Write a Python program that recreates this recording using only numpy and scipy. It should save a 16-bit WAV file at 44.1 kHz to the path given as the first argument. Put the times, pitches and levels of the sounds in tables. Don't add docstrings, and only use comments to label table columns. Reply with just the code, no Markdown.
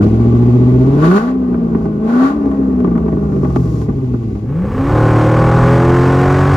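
import sys
import numpy as np
from scipy import signal
from scipy.fft import rfft, irfft
from scipy.io import wavfile
from scipy.ndimage import uniform_filter1d, minimum_filter1d

SR = 44100
rng = np.random.default_rng(int(sys.argv[2]) if len(sys.argv) > 2 else 0)


def unload_wav(signal):
    wavfile.write(
        sys.argv[1],
        SR,
        np.round(np.clip(np.atleast_2d(signal).T, -1, 1) * 32767).astype(np.int16),
    )


N = 289296

# t/s, speed/rpm
REVS = [(0, 1513), (.2, 1729), (.5, 1817), (.81, 1905), (.99, 2180), (1.1, 2640), (1.29, 3840),
        (1.37, 3879), (1.62, 3498), (1.95, 3138), (2.05, 3287), (2.36, 4407), (2.46, 4133), (2.58, 4082),
        (3.0, 3396), (3.6, 2557), (4.0, 1985), (4.39, 1521), (4.45, 1653), (4.52, 2143), (4.586, 2556),
        (4.68, 3134), (4.9, 3223)]
# t/s, opening/1
THROTTLE = [(0, 0.88), (.1, 0.54), (.78, 0.55), (.97, 0.62), (1.04, 0.81), (1.17, 0.96), (1.2, 0.14),
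            (1.4, 0.03), (1.99, 0.05), (2.04, 0.5), (2.1, 0.48), (2.25, 0.98), (2.31, 0.01), (4.47, 0),
            (4.55, 0.37), (4.8, 0.15)]
# t/s, share/1
GAS_FLOW = [(0, 0.77), (.1, .46), (.78, 0.49), (.97, 0.56), (1.04, 0.87), (1.17, 0.96), (1.21, 0.78),
            (1.31, 0.62), (1.36, 0.12), (2.0, 0.05), (2.08, 0.64), (2.25, 0.9), (2.31, 0.77), (2.38, 0.23),
            (2.7, 0.05), (4.5, 0), (4.65, 0)]
# t/s, share/1
MISFIRE = [(1.33, 0.04), (1.52, 0.5), (1.86, 0.8), (1.921, 0.3), (2.35, 0.3), (2.46, 0.9), (2.7, 0.6),
           (2.85, 0.77), (3.55, 0.99), (3.85, 0.78), (3.98, 0.4), (4.45, 0.5)]
CYLINDERS = [1.52, 0.26, -0.5, 1.14, -0.57, 0.3, 1.28, 1.18]
# coasting level/dB, slope/dB, full-load level/dB, slope/dB, load exponent/1
SUB_LAW = (-20, 8.5, -33.5, -9, 0.38)
FIRING_LAW = (-17.5, 6, -4.5, -4.5, 1.53)
OCTAVE_LAW = (-27, -2.5, -8.5, -10.5, 1.34)
THIRD_LAW = (-42.5, -5.5, -11, -17.5, 2.5)
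BURBLE_LAW = (-26.5, 0, -19, -10, 1)
BARK_LAW = (-28.5, 8, -18.5, -15.5, 1.54)
WALLOW_LAW = (-28.5, -0.5, -33.5, -20, 0.55)
RASP_LAW = (-43.5, 6.5, -19.5, -6, 1.15)
HISS_LAW = (-66, -1.5, -39.5, -7.5, 1.97)
# f/Hz, level/dB
PIPE_RESPONSE = [(75, -23), (100, -3), (122, 4), (148, -2.5), (175, 0.5), (214, -3), (240, 0.5),
                 (268, -0.5), (293, -4.5), (335, -4.5), (385, -1), (440, -5), (520, -20), (830, -16),
                 (930, -26.5), (1140, -10), (1290, -22), (1460, -20.5), (1900, -30)]
# multiple of crank speed/1, level/dB re OCTAVE_LAW
OVERTONES = [(8.5, -9.5), (12, -8.5), (20, -11), (24.5, -13.5), (27.5, -12.5), (28, -12)]
# f/Hz, bandwidth/Hz, level/dB
PIPE_LOW = [(172, 28, 1), (253.5, 40, 4.5), (304, 61, 1.5), (405, 73.5, 1.5)]
# f/Hz, bandwidth/Hz, level/dB
PIPE_HIGH = [(459, 41, 5.5), (635, 32.4, 5.5), (801, 39.6, 2), (1054, 132, -4.5), (1161.5, 59.4, 0),
             (1500, 86, -13), (1840, 190, -20), (2750, 440, -35)]
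# f/Hz, bandwidth/Hz, level/dB
PIPE_BRASS = [(764, 45, 5), (1137, 46, 11), (1462, 80, 3.5), (1820, 170, -10.5), (2540, 250, -27),
              (3680, 110, -24), (4370, 110, -23.5)]
# f/Hz, bandwidth/Hz, level/dB
PIPE_MOUTH = [(2620, 200, 4), (3840, 120, 1), (4100, 220, -0.5), (4900, 240, 0.5), (6700, 210, -0.5)]
# f/Hz, level/dB
JET_SPECTRUM = [(1200, -21.5), (2000, 10.5), (3000, 5.5), (4000, 1), (5200, -2.5), (6800, -4),
                (8500, -12.5), (11500, -10), (15500, -26.5)]
# t/s, level/dB
THIN_HISS = [(1.3, -73.5), (1.6, -71), (1.86, -62), (1.9, -82), (2.4, -64), (3.0, -68), (3.4, -58.5),
             (3.6, -53.5), (3.83, -51.5), (3.88, -64)]
# t/s, thump/dB, bark/dB, crack/dB
POPS = [(1.542, -19.5, -20.5, -58), (1.747, -16.5, -17.5, -56), (1.854, -20, -23, -57),
        (2.456, -23, -27, -51), (2.513, -31, -23, -49), (2.802, -20.5, -22.5, -50),
        (2.844, -15.5, -17, -49), (2.872, -23.5, -20.5, -58), (2.912, -19.5, -31, -67),
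        (2.952, -21, -17.5, -61), (2.976, -24, -18.5, -48), (3.06, -20.5, -26, -66),
        (3.08, -19.5, -19.5, -54), (3.124, -24, -23.5, -56), (3.168, -18.5, -29, -60),
        (3.32, -21.5, -23, -66), (3.362, -19.5, -29, -68), (3.431, -17.5, -23.5, -55),
        (3.447, -20, -18.5, -53), (3.501, -23, -25, -50), (3.559, -15.5, -13, -37),
        (3.815, -23, -26.5, -47), (3.887, -18.5, -22.5, -64), (4.137, -21, -24.5, -61),
        (4.305, -26.5, -40, -64), (4.352, -33, -30.5, -53)]
# t/s, gain/1
OUTSIDE_FADE = [(4.38, 0.97), (4.56, 0.26), (4.95, 0)]
# t/s, gain/1
NOTE_FADE = [(4.5, 1), (4.61, 1), (4.68, 0.6), (4.78, 0.26), (4.9, 0.06)]

# f/Hz, level/dB
ROAD_SPECTRUM = [(15, -20.5), (30, 2), (55, 12.5), (110, 9.5), (180, 5), (350, -4), (520, 3.5),
                 (800, -51.5)]
# t/s, gain/1
ROAD_IN = [(4.4, 0.07), (4.8, 0.78)]
# t/s, f/Hz
CRANK = [(4.6, 31), (4.78, 32.2), (4.865, 35.2), (4.95, 38.4), (5.06, 37.8), (5.21, 38.6), (5.73, 42.2),
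         (5.99, 44), (6.56, 47.4)]
# f/Hz, bandwidth/Hz, level/dB
CABIN_MODES = [(97.3, 17, -13), (124.4, 49, -10.5), (134.3, 36, -11), (162, 25, -14.5), (269, 48.4, -16),
               (312.4, 29, -16), (348.4, 16, -12), (364, 30, -16), (370, 7.4, -22), (429, 54, -18.5),
               (520.5, 31, -18.5), (548, 32, -20.5), (598.5, 21, -28), (733, 31, -27), (814.5, 43, -26),
               (1039, 40, -27.5), (1124, 39, -27), (1479, 32, -31.5)]
# f/Hz, level/dB
CABIN_FLOOR = [(400, -47), (600, -37), (1100, -36), (1400, -42), (1900, -51.5)]
# t/s, leading order's gain/1, others' gain/1
BOOM_IN = [(4.55, 0.05, 0), (4.73, .15, .12), (4.785, 1, .2), (4.87, 1.1, .25), (4.96, 0.98, 1)]
# f/Hz, level/dB
CABIN_PULSE = [(40, -32.5), (100, -38), (300, -18.5), (450, -5), (555, -0.5), (660, -2), (820, 8.5),
               (950, 5.5), (1110, 6), (1300, 0), (1550, -4.5), (2000, -8), (2800, -13), (5000, -43.5)]
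# f/Hz, level/dB
CABIN_RUSH = [(250, -25.5), (450, -32), (570, -2), (700, -2.5), (1150, -2.5), (1600, -5.5), (2200, -12.5),
              (3000, -21), (4000, -25), (6000, -28), (8500, -32.5), (11000, -46.5), (15500, -45.5)]
# t/s, gain/1
EXHAUST_IN = [(4.46, 0.024), (4.67, 0.078), (5.15, 0.32)]

MISFIRE_SUB_DB, MISFIRE_BURBLE_DB, MISFIRE_WALLOW_DB, MISFIRE_RASP_DB = 3.5, 4, 9, 6
LULL_BURBLE_DB, LULL_WALLOW_DB = -3.5, -6
LEADING_ORDER, WEAK_ORDERS, TOP_ORDER = 8, (5, 7, 9, 11, 12, 15), 42
WEAK_ORDER_DB, CABIN_EXHAUST_DB, ROAD_DB = -9, -14.5, -15


def from_db(db):
    return 10 ** (np.asarray(db) / 20)


def unit_rms(x):
    return x / np.sqrt(np.mean(x ** 2) + 1e-20)


def level_out(x):
    return x / np.sqrt(uniform_filter1d(x ** 2, size=5000) + 1e-6 * np.mean(x ** 2))


def in_time(rows):
    times, *columns = np.transpose(rows)
    return [np.interp(np.arange(N) / SR, times, column) for column in columns]


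def butter(x, hz, kind, order=2):
    return signal.sosfilt(signal.butter(order, hz, kind, fs=SR, output="sos"), x)


def colour(x, spectrum):
    hz, db = np.transpose(spectrum)
    size = 8192
    bin_db = np.interp(np.log(np.fft.rfftfreq(size, 1 / SR) + 1), np.log(hz), db)
    cepstrum = irfft(np.log(from_db(bin_db)))
    cepstrum[1:size // 2] *= 2
    cepstrum[size // 2 + 1:] = 0
    return signal.fftconvolve(x, irfft(np.exp(rfft(cepstrum))))[:N]


def resonate(x, modes):
    out = 0
    for k, (hz, width, db) in enumerate(modes):
        r = np.exp(-np.pi * width / SR)
        ring = signal.lfilter([1, 0, -1], [1, -2 * r * np.cos(2 * np.pi * hz / SR), r * r], x + 1e-18)
        out = out + (-1) ** k * from_db(db) * (1 - r * r) / 2 * ring
    return out


def scatter(x, t60):
    t = np.arange(SR // 2) / SR
    cloud = rng.standard_normal(len(t)) * from_db(-60 * t / t60)
    return signal.fftconvolve(x, cloud / np.linalg.norm(cloud))[:N]


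def layer_db(law, rpm, load):
    coast_db, coast_slope, full_db, full_slope, exponent = law
    doublings = np.log2(rpm / 3000)
    share = load ** exponent
    return (1 - share) * (coast_db + coast_slope * doublings) + share * (full_db + full_slope * doublings)


def firings(phase, pattern_db, spread_db):
    at = np.flatnonzero(np.diff(np.floor(phase)) > 0)
    chance_db = spread_db * rng.standard_normal(N).clip(-2, 2)
    clicks = np.zeros(N)
    clicks[at] = from_db(np.resize(pattern_db, len(at)) + chance_db[at])
    return clicks


def puffs(clicks, decay_s):
    r = np.exp(-1 / (decay_s * SR))
    return signal.lfilter([np.sqrt(1 - r * r)], [1, -r], clicks + 1e-18) * rng.standard_normal(N)


def drone(phase, rpm, load, misfire, fade):
    hz, response_db = np.transpose(PIPE_RESPONSE)
    firing_hz, angle = rpm * 4 / 60, 2 * np.pi * phase
    throb = 1.1 + np.cos(angle / 8)
    partials = [(3 / 4, SUB_LAW, fade * from_db(MISFIRE_SUB_DB * misfire)),
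                (1, FIRING_LAW, in_time(NOTE_FADE)[0]),
                (2, OCTAVE_LAW, fade),
                (3, THIRD_LAW, fade * throb)]
    partials += [(order / 4, OCTAVE_LAW, fade * from_db(db)) for order, db in OVERTONES]
    out = 0
    for ratio, law, gain in partials:
        level_db = layer_db(law, rpm, load) + np.interp(ratio * firing_hz, hz, response_db)
        out = out + gain * from_db(level_db) * np.sin(ratio * angle)
    return np.sqrt(2) * out


def burble(phase, rpm, load, flow, misfire):
    clicks = firings(phase, CYLINDERS, spread_db=.5 + 1.1 * misfire)
    fired = 1. * (clicks > 0)
    mean_strength = uniform_filter1d(clicks, size=9000) / uniform_filter1d(fired, size=9000)
    uneven = clicks - fired * mean_strength
    knock = butter(resonate(uneven, PIPE_LOW), 470, "low", order=4)
    knock = butter(knock, 140, "high", order=3)
    wallow = resonate(uneven, [(67.5, 8.7, -2.5)]) + resonate(uneven, [(128, 27, -8.5)])
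    wallow = butter(wallow, 150, "low", order=3)
    lull = np.clip(3 * (flow - load), 0, 1)
    knock_db = LULL_BURBLE_DB * lull + MISFIRE_BURBLE_DB * misfire
    wallow_db = LULL_WALLOW_DB * lull + MISFIRE_WALLOW_DB * misfire
    bands = [(butter(knock, 287, "low", order=3), BURBLE_LAW, knock_db),
             (butter(knock, 289, "high", order=3), BARK_LAW, knock_db),
             (butter(wallow, 53, "high", order=6), WALLOW_LAW, wallow_db)]
    return sum(from_db(layer_db(law, rpm, load) + db) * level_out(band) for band, law, db in bands)


def rasp(phase, rpm, flow, misfire):
    clicks = firings(phase, .7 * np.array(CYLINDERS), spread_db=1.1 + 1.5 * flow ** 2 + 1.2 * misfire)
    gas = .55 * clicks + puffs(clicks, decay_s=.006)
    pipes = butter(resonate(gas, PIPE_HIGH), 460, "high", order=4)
    pipes = level_out(butter(pipes, 3400, "low"))
    fronts = .8 * clicks + puffs(clicks, decay_s=.0025)
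    brassy = level_out(butter(resonate(fronts, PIPE_BRASS), 650, "high"))
    ringing = (1 - flow ** 2 / 2) * pipes + from_db(1.5) * flow ** 3 * brassy
    jet = colour(puffs(clicks, decay_s=.025), JET_SPECTRUM)
    mouth = resonate(puffs(clicks, decay_s=.025), PIPE_MOUTH)
    rasp_db = layer_db(RASP_LAW, rpm, flow) + MISFIRE_RASP_DB * misfire + 2
    hiss_db = layer_db(HISS_LAW, rpm, flow) + 7.5
    return from_db(rasp_db) * ringing + from_db(hiss_db) * level_out(jet + mouth)


def thin_hiss():
    spectrum = [(3000, -9), (5200, -2.5), (6900, -4.5), (8300, -13.5), (11000, -13), (15500, -20)]
    return from_db(in_time(THIN_HISS)[0]) * unit_rms(colour(rng.standard_normal(N), spectrum))


def afterfire():
    times, *levels_db = np.transpose(POPS)
    strikes = np.zeros((3, N))
    strikes[:, np.round(times * SR).astype(int)] = from_db(levels_db)
    thumps, bangs, cracks = strikes
    thump = butter(butter(resonate(thumps, PIPE_LOW), 110, "high"), 381, "low", order=4)
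    echo = .4 * np.roll(bangs, round(.007 * SR))
    blast = .45 * bangs + puffs(bangs + echo, decay_s=.004)
    bark = butter(butter(resonate(blast, PIPE_HIGH), 850, "high"), 2500, "low")
    crack = colour(puffs(cracks, decay_s=.007), JET_SPECTRUM)
    return from_db(53.5) * thump + from_db(38.5) * bark + from_db(25) * crack


def behind_car():
    rpm, = in_time(REVS)
    load, flow, misfire = (in_time(curve)[0] for curve in (THROTTLE, GAS_FLOW, MISFIRE))
    fade, = in_time(OUTSIDE_FADE)
    phase = np.cumsum(rpm * 4 / 60) / SR
    knocks = burble(phase, rpm, load, flow, misfire)
    gas, gas_side = (rasp(phase, rpm, flow, misfire) for _ in range(2))
    mid = drone(phase, rpm, load, misfire, fade) + fade * (knocks + gas + afterfire() + thin_hiss())
    n, lead = np.arange(N), .00048 * SR
    early = np.interp(n + lead, n, mid) - np.interp(n - lead, n, mid)
    diffuse = butter(scatter(mid, t60=.025), 500, "high", order=3)
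    side = from_db(-6) * fade * gas_side + .11 * early + .017 * mid + from_db(-1) * diffuse
    return np.array([mid + side, mid - side])


def road_rumble():
    return from_db(ROAD_DB) * unit_rms(colour(rng.standard_normal(N), ROAD_SPECTRUM))


def boom(crank_hz, turns):
    grid_hz = np.arange(2000.)
    peaks = [from_db(db) / (1 + (2 * (grid_hz - hz) / width) ** 2) for hz, width, db in CABIN_MODES]
    floor = from_db(np.interp(grid_hz, *np.transpose(CABIN_FLOOR)))
    response = np.max(peaks + [floor], axis=0)
    leading_in, others_in = in_time(BOOM_IN)
    out = 0
    for order in range(2, TOP_ORDER + 1):
        entry = leading_in if order == LEADING_ORDER else others_in
        drive = from_db(WEAK_ORDER_DB * (order in WEAK_ORDERS))
        gain = entry * drive * np.interp(order * crank_hz, grid_hz, response)
        out = out + gain * np.sin(2 * np.pi * (order * turns + rng.random()))
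    return np.sqrt(2) * out


def cabin_exhaust(crank_hz, phase):
    clicks = firings(phase, pattern_db=[6, -7, -1, -5, 5, -5, -2, -6], spread_db=.7)
    pulses = colour(clicks, CABIN_PULSE)
    growl = level_out(.6 * pulses + scatter(butter(pulses, 480, "high"), t60=.12))
    rush = level_out(colour(puffs(clicks, decay_s=.06), CABIN_RUSH))
    rush_db = 1 + 8 * np.log2(crank_hz / 42)
    return from_db(CABIN_EXHAUST_DB) * (from_db(-.5) * growl + from_db(rush_db) * rush)


def in_cabin():
    crank_hz, = in_time(CRANK)
    turns = np.cumsum(crank_hz) / SR
    jitter = .014 * unit_rms(butter(rng.standard_normal(N), 25, "low"))
    exhaust = in_time(EXHAUST_IN)[0] * cabin_exhaust(crank_hz, 4 * turns + jitter)
    road = in_time(ROAD_IN)[0] * road_rumble()
    engine_in, = in_time([(4.4, 0), (4.5, 1)])
    return engine_in * (boom(crank_hz, turns + jitter / 4) + exhaust) + road


def scene():
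    onset = np.minimum(1, np.arange(N) / (.004 * SR)) ** 2
    return onset * (behind_car() + in_cabin())


def record(dry):
    allowed = np.minimum(1, .95 / (np.abs(dry).max(axis=0) + 1e-9))
    gain = uniform_filter1d(minimum_filter1d(allowed, size=401), size=401)
    return signal.sosfilt(signal.cheby2(14, 70, 16700, fs=SR, output="sos"), gain * dry)


dry = scene()
out = record(dry)
unload_wav(out)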